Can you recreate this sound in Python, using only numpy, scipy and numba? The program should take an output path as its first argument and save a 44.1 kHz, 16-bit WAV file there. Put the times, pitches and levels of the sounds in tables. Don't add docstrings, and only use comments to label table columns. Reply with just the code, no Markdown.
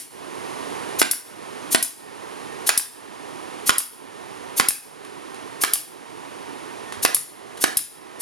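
import sys
import numpy as np
from scipy import signal
from scipy.fft import rfft, irfft, next_fast_len
from scipy.io import wavfile
from scipy.ndimage import uniform_filter1d
from numba import njit

SR = 44100
rng = np.random.default_rng(int(sys.argv[2]) if len(sys.argv) > 2 else 0)


def wav_out(sig):
    wavfile.write(sys.argv[1], SR, np.round(np.clip(np.atleast_2d(sig).T, -1, 1) * 32767).astype(np.int16))


N = 362061

# (frequency [Hz], relative density [dB])
EXHAUST_SPECTRUM = [(100, -28.5), (1200, -24), (3200, -17.5), (4300, -13.5), (5200, -9.5), (6300, -14.5),
                    (7400, -9.5), (9000, -3.5), (10200, 2.5), (11500, -1.5), (13000, -10), (15500, -21)]
# (time [s], exhaust level [dB])
RELEASES = [(-.075, 7.5), (1.1112, 3.5), (1.8257, 4.5), (2.7753, 6), (3.7813, 4.5), (4.6847, 7),
            (5.7343, 4), (7.145, 4), (7.7695, 6)]
# (frequency [Hz], relative density [dB])
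CLICK_SPECTRUM = [(60, -28), (300, -16), (1000, 5), (2600, 1), (5200, -7.5), (7500, 5.5), (10300, -3.5),
                  (15000, -25)]
# (frequency [Hz], relative density [dB])
RUSH_SPECTRUM = [(25, -50), (60, -21), (100, -9), (190, -7), (300, 0), (430, 0.5), (560, -6.5), (1020, -4),
                 (1400, -11.5), (1850, -13.5), (3000, -18), (6000, -29), (15000, -47)]
# (frequency [Hz], relative density [dB])
AIR_HISS_SPECTRUM = [(1000, -15), (4000, -5.5), (7300, -5), (10100, 0), (11500, -7.5), (13000, -18),
                     (15500, -39)]
# (frequency [Hz], level relative to the rush [dB])
DRONE_LINES = [(377, -16), (587, -22.5), (888, -26), (974, -18), (1098, -36), (1825, -19.5)]
# (frequency [Hz], likeness [0-1])
LIKENESS = [(100, 0.82), (400, 0.95), (1400, 0.89), (4500, 0.79), (12000, 0.61)]
# (frequency [Hz], left minus right level [dB], left phase lead [rad])
PORT_RESPONSE = [(60, -6, 3), (387, -8, 2.5), (1290, -7, 1.9), (2560, -2, 0.99), (4540, -0.5, 0.74),
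                 (9600, 3, 0), (15000, 2, 0.8)]
# (time [s], steel crack level [dB], wood knock level [dB], trigger squeeze [s],
#         board ring frequency [Hz], recoil tap level [dB]); of the last, only the valve is heard before the end
SHOTS = [(1.0157, 3, 4, .011, 1650, 3), (1.7469, 6, 6, .024, 1440, 5), (2.6912, 6.5, 3.5, 0.011, 1580, -3),
         (3.6935, 5.5, 5, 0.018, 1470, 3), (4.5979, 6, 3.5, 0.019, 1570, 0.5),
         (5.6362, 4, -2, 0.0099, 1780, -0.5), (7.0495, 6.5, 3.5, .008, 1780, -2),
         (7.6396, 6.5, 5.5, .02, 1380, -10), (8.232, 6, 5, 0.021, 1500, -1)]
# (frequency [Hz], relative density [dB])
VALVE_SPECTRUM = [(100, -19), (1000, -20), (2800, -13.5), (5000, -9.5), (7500, -5), (10300, 0),
                  (12000, -1.5), (15500, -22)]
# (frequency [Hz], relative density [dB])
CRACK_SPECTRUM = [(30, -53), (120, -4.5), (280, 1.5), (700, -2), (1400, 8), (2800, -9.5), (5200, -4.5),
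                  (7500, -9), (10300, -2), (13000, -14), (16000, -20)]
# (frequency [Hz], relative density [dB])
KNOCK_SPECTRUM = [(60, -25), (160, -18), (280, 0.5), (520, -10), (730, -0.5), (1100, -1), (1500, 4),
                  (2100, 1.5), (2800, -2), (3600, -3.5), (5300, -5), (7500, -20), (10200, -7), (15000, -34)]
# (frequency [Hz], level [dB], t60 [s])
GUN_MODES = [(282, -4, 0.04), (396, -10, 0.067), (698, 11.5, 0.017), (960, 9, 0.055), (1454, -21, 0.068),
             (1650, -20, .05), (1913, 4.5, 0.081), (2160, -14, 0.075), (2330, -1, 0.04), (2770, -19, .045),
             (2940, -9, .045), (3340, -33, .045), (3920, 0, .045), (4120, -13, 0.037), (4930, 2, .04),
             (7450, 8, 0.065)]
# (frequency [Hz], relative density [dB])
TICK_SPECTRUM = [(100, -31), (1000, 5.5), (2800, 0.5), (5000, -3.5), (7500, -4), (10300, 1), (13000, -16),
                 (15500, -27)]
# (time [s], level [dB])
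TOUCHES = [(5.048, -25.5), (5.344, -26), (6.9225, -18), (7.5722, -21.5), (7.577, -25)]
# (time [s], level [dB], frequency [Hz])
BUMPS = [(6.928, -55, 90), (6.970, -40, 100), (7.152, -27, 155), (7.715, -47, 80), (7.765, -32, 151)]

CUTOFF_HZ = 16000
MARGIN = SR // 2
TOTAL = next_fast_len(N + 2 * MARGIN, real=True)
AGE = np.arange(SR // 4) / SR
FILL_S = 0.0175
RETURN_S = 0.0212
WALK_DB_PER_S = 0.1
RUSH_DB = -30.0
HISS_DB = -43.5


def from_db(db):
    return 10 ** (np.asarray(db) / 20)


def rms_one(x):
    return x / np.sqrt(np.mean(x ** 2) + 1e-20)


def over_bins(table, size, axis=1):
    table = np.array(table, float)
    bin_hz = np.arange(size // 2 + 1) * SR / size
    return np.interp(np.log(bin_hz + 1), np.log(table[:, 0]), table[:, axis])


def colour(x, spectrum):
    size = x.shape[-1]
    magnitude = rms_one(from_db(over_bins(spectrum, size)))
    cepstrum = irfft(np.log(magnitude), size)
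    cepstrum[1:size // 2] *= 2
    cepstrum[size // 2 + 1:] = 0
    response = np.exp(rfft(cepstrum))
    return irfft(rfft(x) * response, size)


def diffuse(size):
    alike = np.clip(over_bins(LIKENESS, size), 0, 1)
    mid, side = rfft(rng.standard_normal((2, size)))
    mid = mid * np.sqrt((1 + alike) / 2)
    side = side * np.sqrt((1 - alike) / 2)
    return irfft(np.array([mid + side, mid - side]), size)


def fade(t60, age=AGE):
    return from_db(-60 * age / t60)


def burst(rise, t60):
    swell = np.minimum(AGE / rise, 1)
    decay = fade(t60, np.maximum(AGE - rise, 0))
    return rng.standard_normal(len(AGE)) * swell * decay


def ring(hz, t60):
    return rng.choice([-1, 1]) * np.sin(2 * np.pi * hz * AGE) * fade(t60)


def add(track, s, sound):
    at = MARGIN + round(s * SR)
    track[at:at + len(sound)] += sound[:len(track) - at]


def exhaust(spit_db=4.0, trail_db=-4.0, puff_db=-10.5, puff_hz=240, click_db=-7.0):
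    air, puffs, clicks = np.zeros((3, TOTAL))
    for s, db in RELEASES:
        spit = from_db(spit_db) * burst(rise=0.0022, t60=0.021)
        trail = from_db(trail_db) * burst(rise=0.0079, t60=0.089)
        add(air, s, from_db(db) * (spit + trail))
        puff = ring(puff_hz, t60=0.017) * np.minimum(AGE / 0.0013, 1)
        add(puffs, s, from_db(db + puff_db) * puff)
        add(clicks, s + RETURN_S, from_db(db + click_db) * burst(rise=0.00043, t60=0.017))
    return colour(air, EXHAUST_SPECTRUM) + puffs + colour(clicks, CLICK_SPECTRUM)


def bench_scatter(level_db=-9.5, delay_s=0.0011, t60=0.02):
    age = np.arange(SR) / SR
    onset = np.clip(age / delay_s - 1, 0, 1)
    early = rng.standard_normal((2, SR)) * fade(t60, age) * onset
    return from_db(level_db) * early / np.linalg.norm(early, axis=1, keepdims=True)


def wall_tail(low_db=-2.0, high_db=-4.0, low_t60=0.42, high_t60=0.32, split_hz=4000, build_s=0.023):
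    age = np.arange(SR) / SR
    scatter = diffuse(SR) * np.minimum(age / build_s, 1)
    low = signal.sosfilt(signal.butter(2, split_hz, "low", fs=SR, output="sos"), scatter)
    high = signal.sosfilt(signal.butter(2, split_hz, "high", fs=SR, output="sos"), scatter)
    low_tail = from_db(low_db) * low * fade(low_t60, age)
    high_tail = from_db(high_db) * high * fade(high_t60, age)
    return (low_tail - high_tail) / np.linalg.norm(fade(low_t60, age))


def yard(x, count=5):
    place = np.interp(np.arange(TOTAL), [MARGIN, MARGIN + N], [0, count - 1])
    echoes = 0
    for k in range(count):
        nearness = np.sqrt(np.maximum(1 - np.abs(place - k), 0))
        echo_pattern = bench_scatter() + wall_tail()
        echoes = echoes + rfft(x * nearness) * rfft(echo_pattern, TOTAL)
    return irfft(echoes, TOTAL)


def motor_drone(line_width_hz=13.0):
    r = np.exp(-np.pi * line_width_hz / SR)
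    white = rng.standard_normal(TOTAL)
    drone = np.zeros(TOTAL)
    for hz, db in DRONE_LINES:
        poles = [1, -2 * r * np.cos(2 * np.pi * hz / SR), r * r]
        drone += from_db(db) * rms_one(signal.lfilter([1, 0, -1], poles, white))
    return drone


def background():
    t = (np.arange(TOTAL) - MARGIN) / SR
    rush = colour(diffuse(TOTAL), RUSH_SPECTRUM) + motor_drone()
    hiss = colour(diffuse(TOTAL), AIR_HISS_SPECTRUM)
    return from_db(RUSH_DB) * rush + from_db(HISS_DB - WALK_DB_PER_S * t) * hiss


def valve(level_db=-11.5, seep_s=0.0045, ease_t60=0.14):
    air = np.zeros(TOTAL)
    for s, _, _, squeeze, _, _ in SHOTS:
        rise = seep_s + squeeze
        opening = np.minimum(AGE / rise, 1)
        gain = from_db(level_db - WALK_DB_PER_S * s)
        add(air, s - FILL_S - rise, gain * burst(rise, t60=ease_t60) * opening)
    return colour(air, VALVE_SPECTRUM)


def gun_ring(spread_db=2.5, detune=0.029):
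    total = np.zeros(len(AGE))
    for hz, db, t60 in GUN_MODES:
        gain = from_db(db + spread_db * rng.standard_normal())
        total += gain * ring(hz * (1 + detune * rng.standard_normal()), t60)
    return total


def blows(crack_db=1.5, knock_db=-7.0, thump_db=15.5, thump_low_hz=200, thump_high_hz=500, modes_db=-22.0,
          board_db=-13.5, seat_s=0.0025, seat_db=-9.5, recoil_s=0.0110):
    steel, taps, wood, pushes, rings = np.zeros((5, TOTAL))
    for s, steel_db, wood_db, _, board_hz, recoil_db in SHOTS:
        add(steel, s, from_db(steel_db + crack_db) * burst(rise=0.00084, t60=0.0058))
        add(steel, s + seat_s, from_db(steel_db + crack_db + seat_db) * burst(rise=0.00066, t60=0.012))
        add(taps, s + recoil_s, from_db(recoil_db) * burst(rise=0.00046, t60=0.015))
        add(wood, s, from_db(wood_db + knock_db) * burst(rise=0.0029, t60=0.076))
        add(pushes, s, from_db(wood_db + thump_db) * fade(t60=0.00087))
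        modes = from_db(wood_db + modes_db) * gun_ring()
        board = from_db(wood_db + board_db) * ring(board_hz, t60=0.06)
        add(rings, s + 0.001, modes + board)
    thump_band = signal.butter(2, [thump_low_hz, thump_high_hz], "band", fs=SR, output="sos")
    thumps = signal.sosfilt(thump_band, pushes)
    noises = colour(steel, CRACK_SPECTRUM) + colour(taps, TICK_SPECTRUM) + colour(wood, KNOCK_SPECTRUM)
    return noises + thumps + rings


def touches(tick_db=-3.5, trail_db=-13.5, bump_db=11.0):
    ticks, bumps = np.zeros((2, TOTAL))
    for s, db in TOUCHES:
        contact = burst(rise=0.00075, t60=0.028)
        trail = from_db(trail_db) * burst(rise=0.015, t60=0.15)
        add(ticks, s, from_db(db + tick_db) * (contact + trail))
    for s, db, hz in BUMPS:
        bump = ring(hz, t60=0.12) * np.minimum(AGE / 0.0056, 1)
        add(bumps, s, from_db(db + bump_db) * bump)
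    return colour(ticks, TICK_SPECTRUM) + bumps


def ports(x):
    ratio = from_db(over_bins(PORT_RESPONSE, TOTAL))
    lead = over_bins(PORT_RESPONSE, TOTAL, axis=2)
    pair = np.array([ratio * np.exp(1j * lead), np.ones_like(ratio)])
    equal_power = np.sqrt(2 / (1 + ratio ** 2))
    return irfft(rfft(x) * pair * equal_power, TOTAL)


def scene():
    gun = exhaust() + valve() + blows() + touches()
    return ports(gun + yard(gun) + background())[:, MARGIN:MARGIN + N]


def leveller(x, knee_db=-16.0, memory_s=3.66, strength=0.6):
    keep = np.exp(-1 / (memory_s * SR))
    recent_power = signal.lfilter([1 - keep], [1, -keep], np.mean(x ** 2, axis=0))
    return x / (1 + recent_power / from_db(knee_db) ** 2) ** strength


@njit
def ride_gain(allowed, gain, wait, attack, hold, release):
    out = np.empty(len(allowed))
    for i in range(len(allowed)):
        if allowed[i] < gain:
            gain += (allowed[i] - gain) / attack
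            wait = hold
        elif wait > 0:
            wait -= 1
        else:
            gain += (1 - gain) / release
        out[i] = gain
    return out


def gain_control(x, ceiling_db=-18.0, attack_s=0.0044, hold_s=0.12, release_s=0.26,
                 start_db=-20.5, start_hold_s=0.098):
    power = uniform_filter1d(np.mean(x ** 2, axis=0), size=32)
    level = np.sqrt(np.abs(power) + 1e-12)
    allowed = from_db(ceiling_db) / level
    gain = ride_gain(allowed, float(from_db(start_db)), start_hold_s * SR,
                     attack_s * SR, hold_s * SR, release_s * SR)
    return x * gain


def record(dry):
    notched = signal.lfilter(*signal.iirnotch(7860, 22.0, fs=SR), dry)
    clipped = np.clip(gain_control(leveller(notched)), -1, 1)
    top_cut = signal.ellip(8, 0.3, 60, CUTOFF_HZ, fs=SR, output="sos")
    return signal.sosfilt(top_cut, clipped)


dry = scene()
out = record(dry)
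wav_out(out)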